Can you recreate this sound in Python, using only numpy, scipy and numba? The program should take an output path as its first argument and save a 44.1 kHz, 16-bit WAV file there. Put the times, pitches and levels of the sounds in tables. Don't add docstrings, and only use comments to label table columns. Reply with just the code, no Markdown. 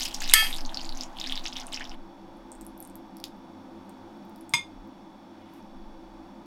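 import sys
import numpy as np
from scipy import signal
from scipy.fft import rfft, irfft
from scipy.io import wavfile
from scipy.ndimage import uniform_filter1d
from numba import njit

SR = 44100
rng = np.random.default_rng(int(sys.argv[2]) if len(sys.argv) > 2 else 0)


def inscribe(sig):
    pcm = np.round(np.clip(np.atleast_2d(sig).T, -1, 1) * 32767)
    wavfile.write(sys.argv[1], SR, pcm.astype(np.int16))


def gain_from_db(level_db):
    decades = np.asarray(level_db, float) / 20
    return 10 ** decades


N = 284867
T = np.arange(N) / SR
BIN_HZ = np.arange(N // 2 + 1) * SR / N
CUT_S = 1.955

# (time [s], level of the coarse fizz [dB])
BOIL = [(0.01, -37), (0.07, -41), (0.115, -52), (0.18, -50), (0.22, -39), (0.31, -42), (0.56, -43),
        (0.63, -64.5), (0.76, -48), (0.95, -56.5), (1.02, -44), (1.09, -68.5), (1.15, -69), (1.2, -45),
        (1.385, -46.5), (1.42, -59.5), (1.47, -36), (1.51, -57), (1.57, -42.5), (1.64, -57.5), (1.7, -64),
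        (1.75, -41.5), (1.88, -62), (1.93, -58.5)]


def level(x, db):
    return x * gain_from_db(db) / np.sqrt(np.mean(x ** 2))


def band(x, hz, width):
    return signal.lfilter(*signal.iirpeak(min(hz, .45 * SR), hz / width, SR), x)


def walk(rate):
    k = int(SR / rate)
    steps = np.repeat(rng.standard_normal(N // k + 1), k)
    return 1.3 * uniform_filter1d(uniform_filter1d(steps, k), k)[:N]


def coloured(power):
    return irfft(rfft(rng.standard_normal(N)) * np.sqrt(power * len(power)), N)


def peaks(table):
    total = 0
    for hz, width, db in table:
        shape = 1 / (1 + (2 * (BIN_HZ - hz) / width) ** 2) ** 2
        total = total + gain_from_db(db) ** 2 * shape / shape.sum()
    return total


def echo(x, t60, db, damp_hz):
    t = np.arange(SR // 2) / SR
    noise = rng.standard_normal(len(t)) * (t > .0025)
    low = signal.lfilter(*signal.butter(1, damp_hz, fs=SR), noise)
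    high = noise - low
    tail = low * np.exp(-np.log(1000) * t / t60) + high * np.exp(-np.log(1000) * t / (0.61 * t60))
    return x + gain_from_db(db) * signal.fftconvolve(x, tail / np.sqrt(np.sum(tail ** 2)))[:N]


@njit
def grains(start, gain, hz, cycles, glide, rise, count):
    out = np.zeros(count)
    for j in range(len(start)):
        size = int(cycles[j] / hz[j] * SR)
        phase = 0.
        for i in range(min(size, count - start[j])):
            phase += 2 * np.pi * hz[j] * (1 + glide * i / size) / SR
            swell = 1 - np.exp(-phase / (2 * np.pi * rise))
            fade = np.exp(-np.log(1000) * i / size)
            out[start[j] + i] += gain[j] * swell * fade * np.sin(phase)
    return out


def pops(s, db, hz, snap_db, cycles, snap_hz, snap_cycles, glide, rise):
    start = (s * SR).astype(np.int64)
    fade = np.log(1000) / cycles
    crest = rise * np.log(1 + 1 / (fade * rise))
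    peak = (1 - np.exp(-crest / rise)) * np.exp(-fade * crest)
    ring = grains(start, gain_from_db(db) / peak, hz, 0 * hz + cycles, glide, rise, N)
    snap = grains(start, gain_from_db(snap_db), 0 * hz + snap_hz, 0 * hz + snap_cycles, 0., 0.2, N)
    return ring + snap


def dulling(s):
    return -15 * (1 - np.exp(-s / .6))


def bubbles():
    # (time [s], peak of the ring [dB], starting pitch [Hz])
    loud_pops = [(0.0079, -19, 5000), (0.0161, -20, 4900), (0.0246, -21, 5700), (0.0307, -23, 4090),
                 (0.0532, -20, 5200), (0.0566, -22.5, 4950), (0.1098, -31, 3140), (0.1416, -27, 8300),
                 (0.145, -17, 5380), (0.1468, -22, 6500), (0.2042, -24, 6930), (0.2246, -23, 4520),
                 (0.235, -25, 2760), (0.26, -26, 5080), (0.2783, -25, 3880), (0.2968, -14, 3660),
                 (0.2982, -21, 8200), (0.321, -20, 2630), (0.3331, -18, 4000), (0.426, -28.5, 796),
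                 (0.4405, -19, 4800), (0.5283, -20, 3550), (0.54, -22, 3620), (0.546, -29, 8750),
                 (0.5519, -26, 3680), (0.565, -29, 10500), (0.5719, -30, 7150), (0.5839, -25, 5080),
                 (0.608, -25.5, 5020), (0.6516, -25.5, 4350), (0.6616, -28.5, 6140), (0.6939, -29, 3400),
                 (0.7451, -19.5, 5000), (0.7724, -17, 4310), (0.8146, -26, 4520), (0.8464, -28, 4610),
                 (0.8531, -29.5, 7100), (0.8923, -22.5, 4400), (0.9245, -27, 4020), (0.9735, -27, 6000),
                 (1.0095, -18, 5020), (1.0351, -23.5, 5540), (1.1697, -31.5, 3190), (1.1873, -28.5, 3270),
                 (1.1995, -22.5, 5120), (1.2136, -19.5, 3630), (1.2414, -21, 3570), (1.2624, -23, 3830),
                 (1.2729, -22, 5000), (1.297, -21, 3320), (1.3233, -15, 3330), (1.3562, -23, 4850),
                 (1.3664, -25, 3520), (1.3764, -22, 3700), (1.4428, -30, 5730), (1.4558, -27, 3750),
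                 (1.4629, -19.5, 5100), (1.4734, -24, 3540), (1.5263, -28, 3270), (1.5307, -27, 5000),
                 (1.5627, -26.5, 3190), (1.5675, -24, 5460), (1.6, -27, 5600), (1.6152, -30.5, 4750),
                 (1.6681, -26, 8950), (1.7258, -26.5, 3750), (1.7304, -27, 7620), (1.7349, -23, 3160),
                 (1.7441, -18.5, 5120), (1.7621, -23, 5400), (1.7741, -25.5, 2630), (1.8084, -27.5, 1760),
                 (1.8150, -32, 1850), (1.8203, -29, 2280), (1.8421, -30.5, 5200), (1.8525, -29.5, 3430),
                 (1.8948, -30.5, 5250), (1.9168, -34, 2860)]
    when, size, pitch = rng.random((70, 3)).T
    s = when * CUT_S
    lesser_db = np.interp(s, *np.transpose(BOIL)) + 13 + 8.0 * size
    lesser = np.transpose([s, lesser_db, 3000. * (1 + 1.2 * pitch ** 1.5)])
    s, db, hz = np.vstack([loud_pops, lesser]).T
    snap_db = db - 5 + dulling(s) + 4.3 * rng.standard_normal(len(s))
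    spread_s, blip_db = .012, 3
    late, size, pitch = rng.random((len(s), 6, 3)).T
    start = ((s + spread_s * (late - .25)) * SR).clip(0).astype(np.int64).ravel()
    gain = gain_from_db(snap_db + blip_db - 9.0 * size).ravel()
    blips = grains(start, gain, 3000. * 4.6 ** pitch.ravel(), 0 * gain + 12.0, .05, .8, N)
    ringing = pops(s, db, hz, snap_db, cycles=16, snap_hz=10000., snap_cycles=3.5, glide=.08, rise=0.96)
    return ringing + blips


def fizz():
    coarse_db = np.interp(T, *np.transpose(BOIL))
    fine_db = coarse_db - 6 + dulling(T) - .35 * (coarse_db + 40)
    out = 0
    for db, hz, spread, scatter in ((coarse_db, 3800., .38, 4.2), (fine_db, 10000., .28, 4.5)):
        chance = rng.random((1300, 3))
        start = (chance[:, 0] * CUT_S * SR).astype(np.int64)
        pitch = np.clip(hz * np.exp(spread * rng.standard_normal(len(chance))), 800, .4 * SR)
        size = gain_from_db(-scatter * np.log(chance[:, 1] + 0.0032))
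        swarm = grains(start, size, pitch, 4.0 + 11.0 * chance[:, 2], .1, .6, N)
        out = out + swarm / np.std(swarm[T < CUT_S]) * gain_from_db(db)
    return out


def air():
    # (frequency [Hz], relative density [dB per Hz])
    air_shape = [(40, -15.5), (100, -27), (400, -30), (1000, -7.5), (1500, -8.5), (2200, -17.5),
                 (3200, -19), (6000, -26), (8000, -32), (16000, -37)]
    hz, db = np.transpose(air_shape)
    power = gain_from_db(np.interp(np.log(BIN_HZ + 1), np.log(hz), db)) ** 2
    return power / power.sum()


def fan_drone(stove):
    # (frequency [Hz], width 6 dB down [Hz], level [dB])
    stove_hum = [(95, 30, -70), (151, 30, -64), (198, 30, -58.5), (259.7, 28, -51.5), (326.1, 25.9, -54.5),
                 (390, 30, -67.5), (530.6, 60, -63), (650, 170, -60.5), (832, 310, -50), (1101.2, 301, -61)]
    # (frequency [Hz], width 6 dB down [Hz], level [dB])
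    counter_hum = [(95, 8.3, -63.5), (156, 29, -67.5), (194.2, 20.5, -56), (214, 13, -57), (259, 16, -55.5),
                   (281.2, 17, -56), (329.7, 26.7, -51), (391, 27, -67), (454.4, 35, -69), (528, 45, -62),
                   (601, 80, -63), (751, 161, -59), (885, 146, -57), (995, 43, -68), (1140, 310, -65)]
    # (at the stove [dB], at the counter [dB])
    air_db = (-56.5, -61.5)
    hiss = air()
    at_stove = coloured(peaks(stove_hum) + hiss * gain_from_db(air_db[0]) ** 2)
    at_counter = coloured(peaks(counter_hum) + hiss * gain_from_db(air_db[1]) ** 2)
    drone = stove * at_stove + (1 - stove) * at_counter
    return drone * gain_from_db(0.69 * walk(2.3))


def compressor():
    # (frequency [Hz], rms level [dB])
    whine = [(2169, -80.5), (2363, -82), (2530, -82.5), (3015, -85), (3354, -79), (3413, -76.5),
             (3472, -81), (3548, -81.5), (3591, -80.5), (3828, -86), (3887, -81), (4177, -89.5),
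             (4495, -83), (4522, -85), (4554, -83.5), (4646, -92), (4791, -91), (5206, -89.5), (5265, -90),
             (5324, -83), (5383, -89), (5443, -89.5), (5502, -85), (5674, -86.5), (5916, -90),
             (6272, -95.5)]
    # (frequency [Hz], width 6 dB down [Hz], level [dB])
    shell = [(2200, 453, -79.5), (3440, 186, -78), (4520, 150, -84), (5500, 350, -82), (6350, 200, -89)]
    hz, db = np.transpose(whine)
    turn = np.exp(2j * np.pi * rng.random(len(hz)))
    lines = np.zeros(len(BIN_HZ), complex)
    lines[(hz * N / SR).astype(int)] = gain_from_db(db) * N / np.sqrt(2) * turn
    return irfft(lines, N) + coloured(peaks(shell))


def flutter():
    # (time [s], slow sway [dB], faster shake [dB])
    shaking = [(0.0, -43, -46), (0.32, -27.5, -53), (0.43, -33.5, -49), (0.68, -28.5, -53),
               (0.77, -38, -50), (0.9, -30, -51), (1.12, -41.5, -55), (1.2, -32, -55.5), (1.69, -41, -61),
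               (1.85, -36, -61.5), (1.92, -29, -41), (2.07, -55.5, -62.5), (2.6, -57.5, -56),
               (3.3, -62.5, -68), (4.69, -66, -70.5), (4.8, -63.5, -49), (5.02, -70, -67), (5.6, -66, -75),
               (5.74, -48, -52), (6.46, -68, -60)]
    s, sway_db, shake_db = np.transpose(shaking)
    sway = coloured(peaks([(13.5, 5.0, 0)])) * gain_from_db(np.interp(T, s, sway_db))
    shake = coloured(peaks([(33.02, 6.9, 0.00028)])) * gain_from_db(np.interp(T, s, shake_db))
    return sway + shake


def blow(s, hit, modes, crack, rough):
    ring_db, crack_db, crack_t60, damped_t60, swell_s, wash_db, wash_t60, settle_s, settled_t60 = hit
    t = T[:SR // 2]
    swell = 1 - np.exp(-t / swell_s)
    ring = 0
    for hz, db, t60 in modes:
        waver = 1 + rough * level(uniform_filter1d(rng.standard_normal(len(t)), size=600), 0)
        fade = np.exp(-np.log(1000) * t * (1 / t60 + 1 / damped_t60))
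        ring = ring + gain_from_db(db) * waver * fade * np.sin(2 * np.pi * hz * t)
    settled = np.exp(-np.log(1000) * (t - settle_s).clip(0) / settled_t60)
    sharp = gain_from_db(crack_db) * np.exp(-np.log(1000) * t / crack_t60)
    wash = gain_from_db(wash_db) * swell * np.exp(-np.log(1000) * t / wash_t60)
    burst = rng.standard_normal(len(t)) * (sharp + wash)
    noise = sum(gain_from_db(db) * band(band(burst, hz, width), hz, width) for hz, width, db in crack)
    out = np.zeros(N)
    out[int(s * SR):][:len(t)] = gain_from_db(ring_db) * swell * settled * ring + noise
    return out


def spoon_knock():
    # (ring [dB], crack [dB], crack t60 [s], t60 that damping alone allows [s], swell of the ring [s],
    # wash [dB], wash t60 [s], time until the spoon settles on the rim [s], t60 of the extra damping then [s])
    pot_blow = (-7.5, 8.5, 0.0236, 1.3, 0.06, -7.5, 0.35, .095, .5)
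    # (frequency [Hz], relative level [dB], t60 before damping [s])
    pot_modes = [(1205, -17, .2), (1306, -6, .25), (1759, -2, .45), (1828, -12, .3), (2040, -12, .3),
                 (2157, -11, .3), (2200, -8, .33), (2566, -11, .5), (2791, -15, .42), (3069, -11, .27),
                 (3239, 0, .36), (3467, -10, .22), (4489, -12, .4), (4775, -10, .5), (5518, -24, .4),
                 (6062, -19, .22), (6535, -13, .28), (7865, -6, .13), (8027, -20, .32), (8113, -10, .11),
                 (8516, -20, .24), (9039, -21, .4), (9480, -15, .17), (9814, -23, .36), (11350, -16, .38),
                 (11880, -23, .36), (12390, -23, .22), (13420, -22, .2), (14210, -18, .17),
                 (15150, -23, .14)]
    # (frequency [Hz], width 6 dB down [Hz], gain [dB])
    pot_crack = [(1304, 360, -10.5), (2120, 650, 3.5), (3250, 1100, -1.5), (4800, 1300, 0),
                 (6500, 1300, -3), (8700, 2500, -1.5), (11500, 1400, 1), (13900, 1600, -13)]
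    return blow(0.3365, pot_blow, pot_modes, pot_crack, rough=0.22)


def faint_ticks(first_s, last_s, db):
    chance = rng.random((40, 3)).T
    start = ((first_s + (last_s - first_s) * chance[0]) * SR).astype(np.int64)
    gain = gain_from_db(db - 5.4 * np.log(chance[1] + .05))
    return grains(start, gain, 8000. + 7000. * chance[2], 0 * start + 14.0, .05, 1.2, N)


def wet_ticks():
    # (time [s], peak of the ring [dB], starting pitch [Hz], strength of the snap [dB])
    clear_ticks = [(2.5184, -30.5, 8400, -36), (2.5269, -40, 7940, -49), (2.5522, -41, 8500, -41),
                   (2.6117, -37, 8310, -29.5), (2.6178, -42, 8140, -35), (2.6503, -48, 11890, -39),
                   (2.6661, -33, 10600, -32.5), (2.7775, -40.5, 11700, -41), (2.8035, -27.5, 12000, -37),
                   (2.8263, -31, 9600, -31), (2.8507, -36, 8830, -33), (2.8746, -42, 11460, -33.5),
                   (2.8993, -44, 8740, -39), (2.9556, -34.5, 12020, -28.5), (3.1692, -44.5, 5500, -27),
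                   (3.185, -48, 5210, -56), (3.2011, -40, 5200, -31), (3.2405, -23, 3600, -19),
                   (3.2408, -24, 5000, -30), (3.2417, -31, 6600, -32), (3.2486, -38, 5000, -42),
                   (3.2548, -42, 5300, -31), (3.2818, -53, 4640, -37), (3.8949, -46, 8700, -36),
                   (4.2516, -54, 14080, -49), (4.2955, -50, 15070, -41), (4.3604, -50, 5170, -34),
                   (4.3804, -50, 15420, -48), (4.4099, -41.5, 10720, -40), (4.4943, -34, 8600, -31),
                   (4.876, -54, 15120, -54), (5.5379, -49, 13700, -42), (5.6268, -53, 5600, -53)]
    s, db, hz, snap_db = np.transpose(clear_ticks)
    cycles = .0021 * hz
    clear = pops(s, db, hz, snap_db, cycles, snap_hz=11000., snap_cycles=6.0, glide=.05, rise=1.3)
    faint = faint_ticks(2.3, 3.45, -58) + faint_ticks(3.45, 4.5, -67) + faint_ticks(5.45, 5.65, -68)
    return clear + faint


def swells(rows):
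    return sum(gain_from_db(db) * np.interp(T, (s - rise, s, s + fall), (0, 1, 0)) for s, rise, fall, db in rows)


def rustle():
    # (crest time [s], rise [s], fall [s], level at the crest before flicker [dB])
    thin_rustle = [(4.535, .05, .01, -69), (5.55, 0.07, .08, -70.5)]
    # (crest time [s], rise [s], fall [s], level at the crest before flicker [dB])
    dull_rustle = [(5.5, .25, .18, -64)]
    thin = coloured(peaks([(11000., 8300.0, 0)])) * swells(thin_rustle)
    dull = coloured(peaks([(2200., 2900.0, 0)])) * swells(dull_rustle)
    return (thin + dull) * gain_from_db(2.0 * walk(60))


def bowl_strike():
    # (ring [dB], crack [dB], crack t60 [s], t60 that damping alone allows [s], swell of the ring [s],
    # wash [dB], wash t60 [s], time until the fork settles on the rim [s], t60 of the extra damping then [s])
    bowl_blow = (-20, -1, 0.02, .33, .0005, -19.5, 0.1561, .3, 1.5)
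    # (frequency [Hz], relative level [dB], t60 before damping [s])
    bowl_modes = [(150, -15, .3), (942, -4, .18), (1100, -6, .07), (1163, -18, .25), (2132, 4, .17),
                  (2358, -12, .22), (2460, -8, .22), (3268, -15, .32), (3494, -9, .5), (3548, -5, .3),
                  (4635, -20, .26), (4963, -5, .12), (4996, -13, .21), (6417, -9, .16), (6481, -6, .16),
                  (6761, -28, .22), (7526, -19, .13), (8070, -7, .19), (9744, -10, .09), (9943, -26, .17),
                  (11560, -32, .24), (12120, -20, .1), (13470, -23, .1), (15500, -28, .07)]
    # (frequency [Hz], width 6 dB down [Hz], gain [dB])
    bowl_crack = [(1120, 150, -2), (2440, 600, 3), (3350, 500, -3), (4900, 600, -7), (6450, 600, -3),
                  (9700, 1500, -16.5), (12220, 900, -21)]
    return blow(4.5369, bowl_blow, bowl_modes, bowl_crack, rough=.25)


def scene():
    stove = np.clip((CUT_S - T) / 0.011 + .5, 0, 1)
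    pot = echo(bubbles() + fizz(), t60=.11, db=-8, damp_hz=8000.)
    drone = fan_drone(stove) + compressor()
    spoon = echo(spoon_knock(), t60=.2, db=-13.5, damp_hz=5000.)
    food = echo(wet_ticks() + rustle(), t60=.15, db=-8, damp_hz=9000.)
    bowl = echo(bowl_strike(), t60=0.23, db=-10, damp_hz=6000.)
    return (stove * pot + drone + flutter() + spoon + food + bowl)[None]


def roll_off(x):
    return signal.sosfilt(signal.butter(12, 16340, fs=SR, output="sos"), x)


def record(dry):
    low_pass = signal.ellip(8, .2, 60, 16200, fs=SR, output="sos")
    cut = signal.sosfilt(low_pass, dry)
    return roll_off(np.clip(cut, -1, 1))


dry = scene()
out = record(dry)
inscribe(out)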